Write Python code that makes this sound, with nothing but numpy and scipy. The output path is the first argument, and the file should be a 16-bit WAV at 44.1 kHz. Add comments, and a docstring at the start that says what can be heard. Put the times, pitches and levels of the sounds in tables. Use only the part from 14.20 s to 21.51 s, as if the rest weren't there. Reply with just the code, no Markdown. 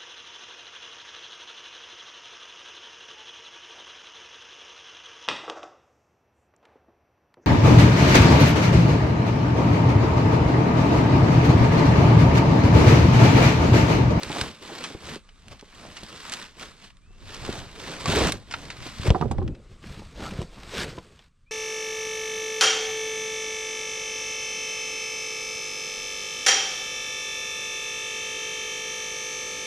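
"""Fibres scrape and snap as a stiff felt cover is tugged and torn off a car battery by hand, outdoors.
Stick-slip friction makes the felt rasp and creak and drives the modes of the case; impacts on the case
and on the mount of a small stereo microphone close by add knocks and low pushes. A far bird whistles
over a faint hiss and a little wind. After the loudest knocks, near 5 s, the recorder falls back to
almost one channel."""
import sys
import numpy as np
from scipy import signal
from scipy.io import wavfile

SR = 44100
rng = np.random.default_rng(int(sys.argv[2]) if len(sys.argv) > 2 else 0)


def unload_wav(signal):
    """Save mono or channel-first audio to the path in sys.argv[1] as 16-bit WAV at rate SR, clipped to [-1, 1]."""
    wavfile.write(
        sys.argv[1],
        SR,
        np.round(np.clip(np.atleast_2d(signal).T, -1, 1) * 32767).astype(np.int16),
    )


N = 322371


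def amp(db):
    """Amplitude ratio of a level in dB."""
    return 10 ** (np.asarray(db) / 20)


def unit_rms(x):
    """Normalisation to rms 1."""
    return x / np.sqrt(np.mean(x ** 2) + 1e-20)


def in_time(curve):
    """Linear interpolation of a curve at every sample."""
    return np.interp(np.arange(N) / SR, *np.transpose(curve))


def at_hz(spectrum, hz):
    """Interpolation on a logarithmic frequency axis."""
    freqs, values = np.transpose(spectrum)
    return np.interp(np.log(hz), np.log(freqs), values)


def drift(corner_hz):
    """Slow random modulation: low-passed noise of rms 1."""
    r = np.exp(-80 * np.pi * corner_hz / SR)   # one step per 40 samples
    slow = signal.lfilter([1], [1, -2 * r, r * r], rng.standard_normal(N // 40 + 2002))[2000:]
    return np.interp(np.arange(N) / 40, np.arange(len(slow)), unit_rms(slow))


def ring(force, hz, t60):
    """Damped resonator: a unit impulse excites a decaying sine of amplitude 1."""
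    r, w = amp(-60 / (t60 * SR)), 2 * np.pi * hz / SR
    return signal.lfilter([0, np.sin(w)], [1, -2 * r * np.cos(w), r * r], force + 1e-18)


# Likeness of the two microphone ports: f/Hz, correlation
CORRELATION = [(30, 0.27), (100, 0.86), (400, 0.97), (1500, 0.73), (4000, 0.96), (8000, 0.19),
               (15000, 0.58)]
# Left port over right: f/Hz, level/dB
IMBALANCE = [(60, 1), (180, -1.5), (550, -2.5), (1650, 0), (4970, -2), (15000, -4)]
def ports(common, opposed, hz):
    """Partial coherence: an in-phase and an antiphase signal near hz mix into left and right."""
    alike, left_db = np.clip(at_hz(CORRELATION, hz), 0, 1), at_hz(IMBALANCE, hz) / 2
    pair = np.sqrt((1 + alike) / 2) * common + np.sqrt((1 - alike) / 2) * opposed * [[1], [-1]]
    return amp([[left_db], [-left_db]]) * pair


def band_noise(spectrum, contact, patchy_db):
    """Amplitude modulation: noise times a contact gain, in fluctuating quarter-octave bands; rms 1."""
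    low_hz, top_hz = spectrum[0][0], min(spectrum[-1][0], .45 * SR)
    edges = np.geomspace(low_hz, top_hz, int(np.log2(top_hz / low_hz) * 4) + 2)
    out, together = 0, drift(28)
    white = contact * rng.standard_normal((2, 2, N))
    for k, (low, high) in enumerate(zip(edges, edges[1:])):
        hz = np.sqrt(low * high)
        band = signal.sosfilt(signal.butter(2, [low, high], "band", fs=SR, output="sos"), white[k % 2])
        flicker_db = patchy_db * (.5 * together + drift(13.6))
        out = out + amp(at_hz(spectrum, hz) + flicker_db) * ports(*band, hz)
    return unit_rms(out)


def slips(per_s, spread_db, decay_s):
    """Stick-slip friction as a gain: random, exponentially decaying bursts over a steady rub."""
    sizes = amp(spread_db * np.minimum(rng.exponential(1, N), 4))
    slipping = rng.random(N) < per_s / SR
    r = np.exp(-1 / (decay_s * SR))
    return 1 + signal.lfilter([1], [1, -r], sizes * slipping)


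# Pulls of the hand: start of hold t/s, swell/s, hold/s, fade/s, level/dB of fibre, felt, rumble, drone
PULLS = [(0.109, 0.42, 0.15, 0.13, -37, -39, -42.5, -46), (0.422, 0.046, 0.31, 0.061, -44.5, -48, -64, -48),
         (0.859, 0.17, 0.1, 0.045, -42.5, -48, -50, -51), (1.31, 0.1, 0.029, 0.065, -51, -51, -47.5, -62),
         (1.549, 0.027, 0.2, 0.5, -53.5, -54, -53, -68), (2.036, 0.8, 0.2, 0.12, -43, -53.5, -60.5, -57),
         (2.395, 0.057, 0.067, 0.13, -44.5, -50.5, -57, -54),
         (2.639, 0.13, 0.015, 0.076, -48.5, -59.5, -53.5, -66),
         (3.08, 0.14, 0.12, 0.75, -47.5, -59, -52.5, -53.5),
         (3.236, 0.22, 0.17, 0.2, -43, -44.5, -40.5, -56),
         (3.598, 0.16, 0.22, 0.067, -42.5, -46.5, -54.5, -50),
         (3.895, 0.1, 0.2, 0.04, -28, -30.5, -29, -33.5),
         (4.12, 0.059, 0.045, 0.089, -46.5, -45.5, -34.5, -44),
         (4.307, 0.08, 0.2, 0.38, -50, -51, -50, -56.5), (4.651, 0.13, 0.02, 0.11, -41.5, -46, -45, -71.5),
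         (4.812, 0.62, 0.014, 0.33, -42, -54, -44.5, -62.5),
         (4.868, 0.068, 0.014, 0.038, -31.5, -39, -25, -31.5),
         (4.947, .1, 0.024, 0.48, -57.5, -50.5, -34, -35.5),
         (5.049, 0.11, 0.27, 0.03, -82.5, -68.5, -27.5, -57),
         (5.512, 0.04, 0.029, 0.066, -62, -67, -49.5, -64),
         (5.629, .02, 0.19, 0.25, -52.5, -57.5, -43, -58.5),
         (5.997, 0.087, 0.1, 0.16, -45.5, -42.5, -39, -46), (6.158, 0.13, 0.074, 0.054, -49, -50, -44, -42),
         (6.343, 0.17, 0.13, 0.12, -54.5, -55.5, -53, -55.5),
         (6.561, 0.13, 0.086, 0.012, -34.5, -44.5, -44, -36.5),
         (6.656, 0.087, 0.063, 0.19, -48, -52, -42, -42.5),
         (6.908, 0.082, 0.17, 0.021, -65.5, -75.5, -61.5, -74.5)]
# Bulge in the middle of a hold: level/dB of fibre, felt, rumble, drone
BULGE = (3.38, 5.1, 1.7, 4.4)
def tugs():
    """Incoherent sources add in power: overlapping tugs give the gains of the four rubbing sounds."""
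    t, power = np.arange(0, N + 64, 64) / SR, 0
    for s, swell_s, hold_s, fade_s, *levels_db in PULLS:
        drop_db = 20 * (np.maximum(s - t, 0) / swell_s + np.maximum(t - s - hold_s, 0) / fade_s)
        arch = np.sin(np.pi * np.clip((t - s) / hold_s, 0, 1))
        power = power + (amp(levels_db)[:, None] * amp(np.outer(BULGE, arch) - drop_db)) ** 2
    return [np.interp(np.arange(N) / SR, t, np.sqrt(p)) for p in power]


# Spectral density of scraping fibres: f/Hz, relative level/dB
FIBRE_SPECTRUM = [(600, -15.5), (850, -1), (1120, 1.5), (2500, 0.5), (4100, 0.5), (5000, -4), (6500, -7.5),
                  (8500, -15), (12000, -22), (15900, -30.5)]
def fibre_scrape():
    """Friction noise: brief slips of the fibres make a bright rasp."""
    return band_noise(FIBRE_SPECTRUM, slips(110, spread_db=1.7, decay_s=.0012), patchy_db=1.2)


# Spectral density of felt on the case: f/Hz, relative level/dB
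FELT_SPECTRUM = [(94, -23), (160, -4.5), (280, -5), (333, -9), (659, -9), (1600, -20.5), (2080, -41)]
def felt_rub():
    """Friction noise: denser, longer slips of felt on the case make a dull rub."""
    return band_noise(FELT_SPECTRUM, slips(200, spread_db=1.5, decay_s=.003), patchy_db=1.5)


# Spectral density of the handling rumble: f/Hz, relative level/dB
RUMBLE_SPECTRUM = [(12, -18.5), (30, -6), (83, 2.5), (200, -6.5), (340, -20.5)]
def hand_rumble():
    """Handling noise: the tugs make a low, strongly fluctuating rumble."""
    return band_noise(RUMBLE_SPECTRUM, contact=1, patchy_db=6)


# Modes of the battery case: f/Hz, relative level/dB, T60/s
CASE_MODES = [(182, -21.5, 0.071), (225, -10.5, 0.15), (355, 3, 0.055), (422, 8.5, 0.024),
              (507, 4.5, 0.023), (710, -1.5, 0.088), (826, 0.5, 0.11), (983, -2.5, 0.08), (1133, -4, 0.071)]
def case_drone():
    """Forced vibration: rough rubbing sustains the low modes of the case, each swelling alone."""
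    rub = slips(60, spread_db=2.5, decay_s=.018) * rng.standard_normal((2, N))
    return unit_rms(sum(amp(db + 2 * drift(4.6)) * ports(*ring(rub, hz, t60), hz) / np.sqrt(t60)
                        for hz, db, t60 in CASE_MODES if hz < 600))


# Spectral density of the outdoor hiss: f/Hz, relative level/dB
HISS_SPECTRUM = [(170, 15), (250, 0.5), (450, -1.5), (830, -12.5), (1170, 2.5), (1500, -4.5), (3000, -5.5),
                 (8500, -14), (9500, -24.5), (15500, -40)]
# Course of the hiss: t/s, level/dB
HISS_LEVEL = [(0, -60), (4.9, -70), (5.15, -69), (5.6, -59.5), (6.9, -59), (7.1, -75)]
def air_hiss():
    """Masking: a faint broadband background emerges in the pauses."""
    return amp(in_time(HISS_LEVEL)) * band_noise(HISS_SPECTRUM, contact=1, patchy_db=1.5)


# Threads and seams that let go: t/s, peak level/dB, centre f/Hz, T60/s
BREAKS = [(0.033, -16, 4200, 0.016), (0.2126, -9.5, 3720, 0.022), (0.6395, -19.5, 3170, 0.089),
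          (0.958, -24.5, 3720, 0.009), (1.0904, -38, 2640, 0.044), (1.283, -27.5, 4500, 0.0083),
          (1.313, -41, 2900, 0.053), (1.327, -43, 2500, 0.017), (1.394, -37, 2950, 0.064),
          (1.411, -34, 3800, 0.016), (1.5288, -41, 1840, 0.043), (1.768, -27.5, 3180, 0.12),
          (1.8336, -29.5, 4970, 0.029), (2.0522, -31, 1900, 0.035), (2.097, -21, 4500, .012),
          (2.121, -20.5, 4400, 0.12), (2.1372, -15, 4560, 0.012), (2.225, -27, 3640, 0.018),
          (2.703, -39.5, 2720, 0.034), (2.7697, -45, 3570, 0.02), (3.146, -23.5, 3960, 0.02),
          (3.25, -21.5, 3400, 0.033), (3.327, -22, 3560, 0.016), (3.8579, -13, 3380, 0.018),
          (4.1214, -12.5, 4730, 0.03), (4.311, -25, 3200, 0.12), (4.324, -24, 3200, 0.08),
          (4.339, -17, 2300, 0.057), (4.5025, -24.5, 2940, 0.094), (4.904, -13, 2480, 0.023),
          (5.0128, -25, 2980, 0.033), (5.113, -26, 4400, 0.048), (5.1826, -31.5, 2300, 0.021),
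          (5.228, -41, 2600, 0.014), (5.2783, -30, 2400, 0.027), (5.349, -42.5, 2500, 0.043),
          (5.64, -35.5, 1780, .03), (6.11, -29.5, 2770, 0.051), (6.217, -30, 3280, 0.019),
          (6.785, -32.5, 2620, 0.037), (6.992, -40.5, 2280, 0.027)]
def snaps():
    """Sudden release of tension: a tick and a dying noise burst briefly ring the stiff backing."""
    n = 4000
    out, t = np.zeros((2, N + n)), np.arange(n) / SR
    noise = rng.standard_normal((len(BREAKS), 2, n))
    mode_octaves = .8 * rng.uniform(-.33, 1, (len(BREAKS), 4))
    tick = 6 * (t == 0) * [[1], [0]]
    for (s, db, hz, t60), burst, octaves in zip(BREAKS, noise, mode_octaves):
        band = signal.butter(3, [hz * .26, min(hz * 1.92, 9000)], "band", fs=SR, output="sos")
        crack = signal.sosfilt(band, burst * amp(-60 * t / t60) + tick)
        backing = sum(ring(crack, hz * 2 ** octave, t60=.01) for octave in octaves)
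        snap = ports(*(crack + amp(-33) * backing), hz)
        out[:, round(s * SR):][:, :n] += amp(db) * snap / np.abs(snap).max()
    return out[:, :N]


def mount_push(t, db):
    """Structure-borne sound: a low, damped swing sags in pitch and reaches the ports out of phase."""
    rest_hz, extra_hz, sag_s, t60, delay_s = 38.6, 112.3, .0065, .061, .0027
    age = np.maximum(t - delay_s, 0)
    phase = 2 * np.pi * (rest_hz * age + extra_hz * sag_s * (1 - np.exp(-age / sag_s)))
    lead_rad = np.array([[.5], [-.5]]) * np.minimum(rest_hz * age * 4, 1)
    return -amp(db - 60 * age / t60) * np.sin(phase + lead_rad) * amp([[1.5], [-1.5]])


# Blows on case and mount: t/s, case peak level/dB, push level/dB, hardness/(dB per octave)
BLOWS = [(0.1, -18, -52, 0), (0.214, -35, -21.5, -9), (0.747, -25, -31.5, -9), (0.961, -26, -47, -11),
         (1.426, -35.5, -64, -7.5), (1.831, -29, -43, -16), (2.906, -49, -68, -6),
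         (3.29, -17.5, -24.5, -11.5), (3.856, -18, -27, 28), (3.881, -17, -36, -9), (4.795, -49, -19.5, -5),
         (4.881, -49, -8, 3.5), (4.903, -7.5, -2, -10), (4.947, -12, -39, 1), (5.011, -11, -24, 6),
         (5.023, -11.5, -36, 1.5), (5.055, -16, -24, -15), (5.112, -15, -26, 2), (5.184, -20.5, -13, -4),
         (5.216, -25.5, -24, 4), (5.639, -37, -42, -6), (5.793, -34, -42, -2), (5.819, -33, -45, -2),
         (6.121, -27, -29, -6), (6.188, -25, -19.5, -17), (6.216, -24, -85, -7), (6.779, -26.5, -32.5, 3.5)]
def knocks():
    """Impact excitation: each blow rattles the case modes and pushes the mount; harder is brighter."""
    n, grip = 8000, .5   # the felt shortens the ring of the case to this share
    out, t = np.zeros((2, N + n)), np.arange(n) / SR
    rattle = rng.standard_normal((len(BLOWS), 2, n)) * (np.exp(-t / .0046) + .26 * np.exp(-t / .018))
    scatter_db = 2 * rng.standard_normal((len(BLOWS), len(CASE_MODES)))
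    detune = 1 + .035 * rng.standard_normal(scatter_db.shape)   # the grip bends the pitches
    contacts = signal.sosfilt(signal.butter(2, 1500, fs=SR, output="sos"), rattle)   # felt cushioning
    for k, (s, db, push_db, hardness) in enumerate(BLOWS):
        body = 0
        for (hz, mode_db, t60), chance_db, bend in zip(CASE_MODES, scatter_db[k], detune[k]):
            gain = amp(mode_db + chance_db + hardness * np.log2(hz / 500))
            body = body + gain * ports(*ring(contacts[k], hz * bend, t60 * grip), hz)
        out[:, round(s * SR):][:, :n] += amp(db) * body / np.abs(body).max() + mount_push(t, push_db)
    return out[:, :N]


# Spectral density of wind on the ports: f/Hz, relative level/dB
WIND_SPECTRUM = [(12, -5.5), (30, -4), (60, -10.5), (260, -27.5)]
# Course of the wind: t/s, level/dB
WIND_LEVEL = [(0, -75), (1.0, -56), (2.7, -57), (3.1, -45.5), (3.7, -52), (6.7, -51), (7.0, -59.5)]
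def wind():
    """Flow noise: air moving over the ports makes a low flutter."""
    return amp(in_time(WIND_LEVEL)) * band_noise(WIND_SPECTRUM, contact=1, patchy_db=1)


# Whistles of a far bird: t/s, duration/s, rms level/dB
CALLS = [(2.83, .135, -69), (5.29, .085, -70), (7.27, .135, -66)]
def bird():
    """Frequency glide: each whistle is a pure tone that slides up and levels off."""
    from_hz, to_hz, rise_s, fade_s = 2340, 2710, .038, .012
    out, t = np.zeros(N), np.arange(N) / SR
    for s, length_s, db in CALLS:
        hz = to_hz + (from_hz - to_hz) * np.exp(-np.maximum(t - s, 0) / rise_s)
        gate = np.clip(np.minimum(t - s, s + length_s - t) / fade_s + 1, 0, 1)
        out += np.sqrt(2) * gate * amp(db) * np.sin(2 * np.pi * np.cumsum(hz) / SR)
    return out


# Creaks of stretched felt: t/s, duration/s, start f/Hz, end f/Hz, level/dB
FELT_CREAKS = [(3.947, 0.043, 305, 442, -19.5), (4.337, 0.011, 1310, 1370, -29.5),
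               (5.182, .15, 403, 277.7, -35), (6.046, 0.049, 1310, 1320, -39.5)]
def creaks():
    """Stick-slip oscillation: fast slips fuse into a gliding tone of uneven amplitude and phase."""
    roughness, rise_share = .9, .3
    out, noises = np.zeros((2, N)), rng.standard_normal((len(FELT_CREAKS), 2, 9000))
    for (s, length_s, from_hz, to_hz, db), noise in zip(FELT_CREAKS, noises):
        n = round(length_s * SR)
        lowpass = signal.butter(2, from_hz / 10, fs=SR, output="sos")
        wander = signal.sosfilt(lowpass, noise[0] + 1j * noise[1])[-n:]
        phase = 2 * np.pi * np.cumsum(np.linspace(from_hz, to_hz, n)) / SR
        tone = np.exp(1j * phase) * (1 + roughness * wander / np.std(wander))
        envelope = np.sin(np.pi / 2 * np.interp(np.arange(n) / n, [0, rise_share, 1], [0, 1, 0]))
        out[:, round(s * SR):][:, :n] += amp(db) * envelope * ports(tone.real, tone.imag, from_hz)
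    return out


# Swing of the cover past the microphone: t/s, left over right level/dB
SWING = [(4.2, 0.5), (4.9, 0), (5.0, -6), (5.4, 0.5)]
def scene():
    """Superposition: the sounds of the moving cover add to those of the outdoors."""
    fibre_gain, felt_gain, rumble_gain, drone_gain = tugs()
    friction = fibre_gain * fibre_scrape() + felt_gain * felt_rub()
    handling = rumble_gain * hand_rumble() + drone_gain * case_drone()
    outdoors = wind() + air_hiss() + bird()
    cover = friction + handling + snaps() + knocks() + creaks()
    return cover * amp(in_time(SWING) * [[.5], [-.5]]) + outdoors


# Stereo width of the recorder: t/s, level/dB of the left-right difference (capped at 0)
STEREO_WIDTH = [(0, 11), (5.2, -1.5), (5.45, -12), (7.31, -97.5)]
def record(dry):
    """Transduction: the ports resonate, the left lags, the image narrows, peaks round, the top is cut."""
    port_hz, port_q, port_db, lag_samples, cutoff_hz = 8150, 11.7, -2, 2, 15800
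    left, right = dry + amp(port_db) * signal.lfilter(*signal.iirpeak(port_hz, port_q, fs=SR), dry)
    left = np.concatenate([np.zeros(lag_samples), left[:-lag_samples]])
    width = np.minimum(amp(in_time(STEREO_WIDTH)), 1)
    difference = (left - right) / 2
    mid = (left + right) / 2 + np.sqrt(1 - width ** 2) * difference   # narrows onto the left port
    side = difference * width
    rounded = .8 * np.tanh(np.array([mid + side, mid - side]) / .8)
    return signal.sosfilt(signal.cheby2(12, 70, cutoff_hz * 1.03, fs=SR, output="sos"), rounded)


dry = scene()
out = record(dry)
unload_wav(out)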